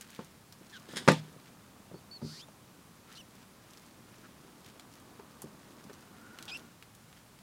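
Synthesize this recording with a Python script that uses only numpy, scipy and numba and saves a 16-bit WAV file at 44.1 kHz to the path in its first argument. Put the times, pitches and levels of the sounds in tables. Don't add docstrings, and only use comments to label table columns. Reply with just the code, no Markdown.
import sys
import numpy as np
from scipy import signal
from scipy.fft import rfft, irfft
from scipy.io import wavfile
from scipy.ndimage import uniform_filter1d
from numba import njit

SR = 44100
rng = np.random.default_rng(int(sys.argv[2]) if len(sys.argv) > 2 else 0)


def wav_record(signal):
    frames = np.transpose(np.atleast_2d(signal))
    bounded = np.clip(frames, -1, 1)
    quanta = np.round(bounded * 32767).astype(np.int16)
    wavfile.write(sys.argv[1], SR, quanta)


N = 327222
T = np.arange(N) / SR

# (midpoint [s], duration [s], level [dB])
PAPER_STIRS = [(.01, 0.11, -60), (.17, .4, -59.5), (.88, 1, -64), (1.28, 0.15, -66), (1.47, 0.083, -57.5),
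               (3.14, 0.23, -63), (3.38, 0.24, -67), (3.77, 0.48, -63.5), (4.2, 0.48, -67.5),
               (4.68, 0.14, -62), (4.98, 0.083, -64), (5.88, 0.61, -66.5), (6.45, 1, -69), (7.15, .45, -69)]
# (frequency [Hz], relative spectral density [dB])
PAPER_SPECTRUM = [(700, -25), (1400, 6.5), (3000, 2.5), (5000, -2), (8500, -9.5), (12000, -20),
                  (16000, -16)]
# (time [s], peak level [dB], centre frequency [Hz])
CREASE_SNAPS = [(.011, -33, 6500), (.1043, -40.5, 6700), (.1487, -39.5, 4870), (.162, -40, 2480),
                (.5245, -39, 4300), (.7129, -51, 3820), (3.7734, -42, 4500), (4.6998, -46, 3970),
                (4.7966, -35.5, 3800), (4.9383, -44, 4870), (5.4195, -30, 7750), (5.4302, -41, 8000),
                (5.932, -40.5, 4960), (6.3875, -34.5, 2450), (6.4259, -33.5, 4300), (6.454, -40.5, 5500),
                (6.5725, -36, 5430), (6.8255, -38.5, 2800), (6.9502, -42.5, 8400), (7.1278, -42, 1760),
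                (7.3892, -45.5, 3430)]
# (time [s], level [dB])
BODY_EFFORT = [(0, -68), (.5, -73), (1.0, -54), (1.55, -62.5), (3.3, -65), (4.4, -60.5), (5.85, -58),
               (6.1, -61), (6.6, -55), (6.75, -70), (7.4, -81)]
# (frequency [Hz], relative spectral density [dB])
SHUFFLE_SPECTRUM = [(75, -12), (140, -16), (220, 4.5), (330, 0.5), (480, -5.5), (800, -9), (1150, -6.5),
                    (2000, -21.5), (4000, -62), (16000, -49)]
# (frequency [Hz], relative spectral density [dB])
ROOM_SPECTRUM = [(25, -17), (55, -11), (95, -3), (200, -1), (330, -11.5), (550, -13.5), (1200, -14.5),
                 (1700, -18.5), (2600, -20.5), (5000, -22.5), (10000, -24.5), (15800, -30)]
# (time [s], gain [dB], contact cut-off [Hz]); a soft contact has a low cut-off
CAGE_BLOWS = [(0.191, -34, 1030), (0.611, -44.5, 300), (0.888, -43, 490), (.935, -38.5, 1000),
              (0.967, -37, 700), (1.008, -37.5, 350), (1.0772, -14.5, 6000), (1.0848, -9.2, 6000),
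              (1.1166, -24, 11000), (1.363, -41, 305), (1.914, -43, 700), (1.9422, -37, 710),
              (2.217, -41, 905), (2.225, -27, 219), (2.2454, -19.5, 127), (2.2634, -25, 110),
              (5.4415, -36.5, 400), (5.851, -38.5, 198)]
# (frequency [Hz], relative level [dB], 60 dB decay time [s])
TUB_MODES = [(66, -25, .22), (118, -29, .36), (155, -16, .45), (190, -14, .23), (228, -13, .18),
             (245, -6, .05), (270, -12, .18), (327, -14, .18), (365, -4, .045), (391, -8, .13),
             (458, -15, .13), (507, -9, .12), (555, -13, .14), (709, -25, .16), (891, -13, .15),
             (915, -10, .035), (955, -17, .14), (1194, -20, .14), (1255, -18, .14), (1421, -20, .13),
             (1580, -22, .13), (1802, -23, .14), (1941, -23, .15), (2262, -25, .14), (2430, -25, .13),
             (3375, -27, .14), (3742, -26, .14)]
# (frequency [Hz], relative spectral density [dB], 60 dB decay time [s])
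TUB_CLATTER = [(50, -27, .22), (128, 3, 0.23), (352, 7.5, 0.029), (686, -11.5, 0.23), (1300, -1.5, 0.06),
               (2440, -15, 0.23), (4240, -19, 0.25), (8550, -21, 0.18), (12000, -21.5, 0.082),
               (16000, -34, .16)]
# (time [s], duration [s], attack [s], start pitch [Hz], middle pitch [Hz], end pitch [Hz],
# level [dB], start roughness [0-1], end roughness [0-1], throat resonance [Hz], step per harmonic [dB])
PUP_CRIES = [(0.723, .06, 0.018, 1800, 1570, 1460, -50.5, 0.53, 0.35, 3700, -15),
             (1.939, 0.056, .02, 4400, 4500, 4450, -66, 0.25, 0.22, 4400, -9),
             (2.111, 0.069, .003, 4400, 4480, 4160, -50, 0.033, .05, 4400, -19),
             (2.205, .215, 0.11, 1061, 1448, 2767, -51.5, 0.98, 0.65, 4630, 1),
             (2.389, 0.06, .012, 2720, 3260, 3690, -55.5, .45, .05, 3780, 3),
             (3.085, 0.029, .008, 1314, 1307, 1200, -59, 0.96, .7, 1670, -8),
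             (3.15, 0.037, .002, 1205, 1375, 1430, -54, 1, 0.76, 4000, 2),
             (3.169, .052, 0.0073, 2740, 3040, 2500, -53.5, 0.26, .12, 3470, 2),
             (4.23, 0.043, 0.017, 1385, 1320, 1200, -58, .9, .7, 1640, -4),
             (6.479, 0.036, .002, 820, 801, 677, -44.5, 0.97, 0.72, 3300, -1),
             (6.511, 0.039, 0.0088, 2500, 2520, 2870, -43, .1, 0.17, 3620, -5.5),
             (6.545, 0.027, 0.003, 2740, 2720, 2670, -41.5, .5, .2, 3060, -2.5)]
# (time [s], level [dB])
PLASTIC_SLIPS = [(.937, -65), (0.958, -38), (.968, -31), (0.977, -47)]
# (frequency [Hz], relative spectral density [dB])
SCRAPE_SPECTRUM = [(410, -55), (700, -18), (1340, -10), (1800, -1), (2560, -13.5), (3360, -1.5),
                   (4240, -12.5), (5220, -5.5), (5790, -17), (7120, -12), (7800, -18), (8540, -11),
                   (15500, -38)]
# (time [s], peak level [dB], centre frequency [Hz])
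PAW_TAPS = [(2.4835, -44.5, 610), (4.797, -54, 700), (5.1935, -41, 388), (5.197, -44, 1040),
            (5.4205, -43, 840), (5.4685, -50, 710), (5.896, -41.5, 400), (5.8975, -41, 1440),
            (6.8245, -46.5, 1480)]
# (midpoint [s], duration [s], level [dB])
SETTLING_RUBS = [(5.98, 0.21, -68), (6.38, 1, -60.5)]

CUTOFF_HZ = 15900


def from_db(db):
    return 10 ** (np.asarray(db) / 20)


def rms_one(x):
    return x / np.sqrt(np.mean(x ** 2) + 1e-20)


def add(out, s, sound):
    at = max(0, round(s * SR))
    out[at:at + len(sound)] += sound[:N - at]


def swells(rows):
    return sum(from_db(db) * np.cos(np.pi * np.clip((T - s) / length, -.5, .5)) ** 2
               for s, length, db in rows)


def at_hz(points, hz, column=1):
    table = np.array(points)
    return np.interp(np.log(hz + 1e-3), np.log(table[:, 0]), table[:, column])


def butter(x, hz, kind, order=2):
    return signal.sosfilt(signal.butter(order, np.clip(hz, 10, .45 * SR), kind, fs=SR, output="sos"), x)


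def colour(x, spectrum):
    hz = np.linspace(0, SR / 2, N // 2 + 1)
    skirt = np.minimum(hz / spectrum[0][0], 1) ** 2
    return rms_one(irfft(rfft(x) * from_db(at_hz(spectrum, hz)) * skirt, N))


def drift(per_s, size):
    knots = np.arange(size) * per_s / SR
    return rms_one(np.interp(knots, np.arange(N), rng.standard_normal(N)))


def grains(per_s, spread_db):
    sizes = from_db(spread_db * np.minimum(rng.exponential(1, N), 4))
    return (rng.random(N) < per_s / SR) * sizes * rng.choice([-1, 1], N)


@njit
def resonate(x, hz, q):
    out, low, band = np.zeros(len(x)), 0., 0.
    g = np.tan(np.pi * hz / SR)
    for i in range(len(x)):
        out[i] = (band + g * (x[i] - low)) / (1 + g * (g + 1 / q))
        band = 2 * out[i] - band
        low += 2 * g * out[i]
    return out


def ticks(rows, decay_s, tail_db, tail_s, width, leak_db):
    out, t = np.zeros(N), np.arange(SR // 10) / SR
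    for s, db, hz in rows:
        envelope = np.exp(-t / decay_s) + from_db(tail_db) * np.exp(-t / tail_s)
        burst = rng.standard_normal(len(t)) * envelope
        band = butter(burst, [hz / (1 + width), hz * (1 + width)], "band", order=1)
        tick = butter(band + from_db(leak_db) * burst, hz / 6, "high")
        add(out, s, from_db(db) * tick / np.abs(tick).max())
    return out


def paper_rustle(stirring):
    clumps = from_db(2 * drift(per_s=35, size=N))
    crackle = grains(per_s=1200, spread_db=3.5)
    return stirring * colour(crackle * clumps, PAPER_SPECTRUM)


def paper_snaps(stirring, small_per_s=23, small_hz=4740, over_rustle_db=18):
    small = []
    for when, force, pitch in rng.random((int(small_per_s * N / SR), 3)):
        peak_db = 20 * np.log10(stirring[int(when * N)] * (.5 + force)) + over_rustle_db
        small.append((when * N / SR, peak_db, small_hz * 2 ** (pitch - .5)))
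    return ticks(CREASE_SNAPS + small,
                 decay_s=0.00064, tail_db=-12.5, tail_s=0.011, width=0.46, leak_db=-20.5)


def body_shuffle(effort):
    return effort * colour(grains(per_s=1100, spread_db=2.0), SHUFFLE_SPECTRUM)


def room(rush_db=-58, whine_hz=14993, whine_db=-82):
    rush = from_db(rush_db) * colour(rng.standard_normal(N), ROOM_SPECTRUM)
    whine = from_db(whine_db) * rms_one(np.sin(2 * np.pi * whine_hz * T))
    return rush + whine


def cage_clatter(t):
    edges = np.geomspace(45, 17000, 18)
    clatter = 0
    for low, high in zip(edges, edges[1:]):
        centre = np.sqrt(low * high)
        decay = np.exp(-np.log(1000) * t / at_hz(TUB_CLATTER, centre, column=2))
        band = rms_one(butter(rng.standard_normal(len(t)) * decay, [low, high], "band"))
        energy = np.mean(decay ** 2) * (high - low) / (SR / 2)
        clatter = clatter + from_db(at_hz(TUB_CLATTER, centre)) * np.sqrt(energy) * band
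    return clatter


def cage_knocks(modes_db=-4.5, clatter_db=4.0, crack_db=7.5, crack_s=0.0042, uneven_db=2.0):
    out, t = np.zeros(N), np.arange(SR * 3 // 5) / SR
    hz, mode_db, t60 = np.transpose(TUB_MODES)[:, :, None]
    decay = np.exp(-np.log(1000) * t / t60)
    crack = 1 + from_db(crack_db) * np.exp(-t / crack_s)
    for s, db, contact_hz in CAGE_BLOWS:
        strength = from_db(mode_db + uneven_db * rng.standard_normal(hz.shape))
        modes = np.sum(strength * np.sin(2 * np.pi * hz * t) * decay, axis=0)
        ring = from_db(modes_db) * modes + from_db(clatter_db) * cage_clatter(t) * crack
        add(out, s, from_db(db) * butter(ring, contact_hz, "low"))
    return butter(out, 120, "high", order=3)


def pup_cry(row, jitter=0.113, hiss=0.6, tract_q=4.8, snout_hz=4660, snout_gain=0.16, chest_gain=0.29,
            mouth_hz=11000, release_s=.011):
    length, attack_s, start_hz, middle_hz, end_hz, db, rough_start, rough_end, throat_hz, step_db = row
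    progress = np.linspace(0, 1, int(length * SR))
    pitch = np.polyval(np.polyfit([0, .5, 1], [start_hz, middle_hz, end_hz], 2), progress)
    rough = np.clip(rough_start + (rough_end - rough_start) * progress, 0, 1)
    wobble = 1 + jitter * rough * drift(per_s=1500, size=len(progress))
    phase = 2 * np.pi * np.cumsum(pitch * wobble) / SR
    harmonic = np.arange(1, 13)[:, None]
    weights = from_db(step_db * (harmonic - 1)) * (harmonic * pitch < CUTOFF_HZ)
    pulses = np.sum(weights * np.cos(harmonic * phase), axis=0) / np.sqrt(np.sum(weights ** 2, axis=0))
    breath = hiss * rough * rng.standard_normal(len(progress)) * (1 + np.cos(phase))
    source = pulses + breath
    tract = resonate(source, throat_hz, tract_q) + snout_gain * resonate(source, snout_hz, tract_q)
    chest = chest_gain * np.sin(phase)
    voice = butter(tract - chest, mouth_hz, "low")
    voice /= np.sqrt(uniform_filter1d(voice ** 2, size=300) + 1e-12)
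    push = np.clip(length * np.minimum(progress / attack_s, (1 - progress) / release_s), 0, 1)
    return voice * from_db(db) * np.sin(np.pi / 2 * push)


def pups():
    out = np.zeros(N)
    for s, *row in PUP_CRIES:
        add(out, s, pup_cry(row))
    return out


def cage_scrape(rise_s=0.0022, decay_s=0.018, drag_start_s=0.89, drag_end_s=1.2, drag_db=-55.5):
    power = from_db(drag_db) ** 2 * ((T > drag_start_s) & (T < drag_end_s))
    for s, db in PLASTIC_SLIPS:
        age = np.clip(T - s, 0, 1)
        slip = from_db(db) * np.minimum(age / rise_s, 1) * np.exp(-age / decay_s)
        power = power + slip ** 2
    return np.sqrt(power) * colour(grains(per_s=11000, spread_db=2.5), SCRAPE_SPECTRUM)


def paw_taps():
    return ticks(PAW_TAPS, decay_s=0.007, tail_db=-31, tail_s=0.0046, width=0.1, leak_db=-56)


def settling_rub(hz=1430, q=15):
    return swells(SETTLING_RUBS) * rms_one(resonate(rng.standard_normal(N), hz, q))


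def scene():
    effort = from_db(np.interp(T, *np.transpose(BODY_EFFORT), left=-120, right=-120))
    stirring = np.hypot(swells(PAPER_STIRS), from_db(-12) * effort)
    cage = cage_scrape() + cage_knocks() + paw_taps()
    bedding = paper_rustle(stirring) + body_shuffle(effort) + settling_rub() + paper_snaps(stirring)
    return (cage + bedding + pups() + room())[None]


def record(dry):
    return signal.sosfilt(signal.ellip(12, .1, 80, CUTOFF_HZ, fs=SR, output="sos"), dry)


dry = scene()
out = record(dry)
wav_record(out)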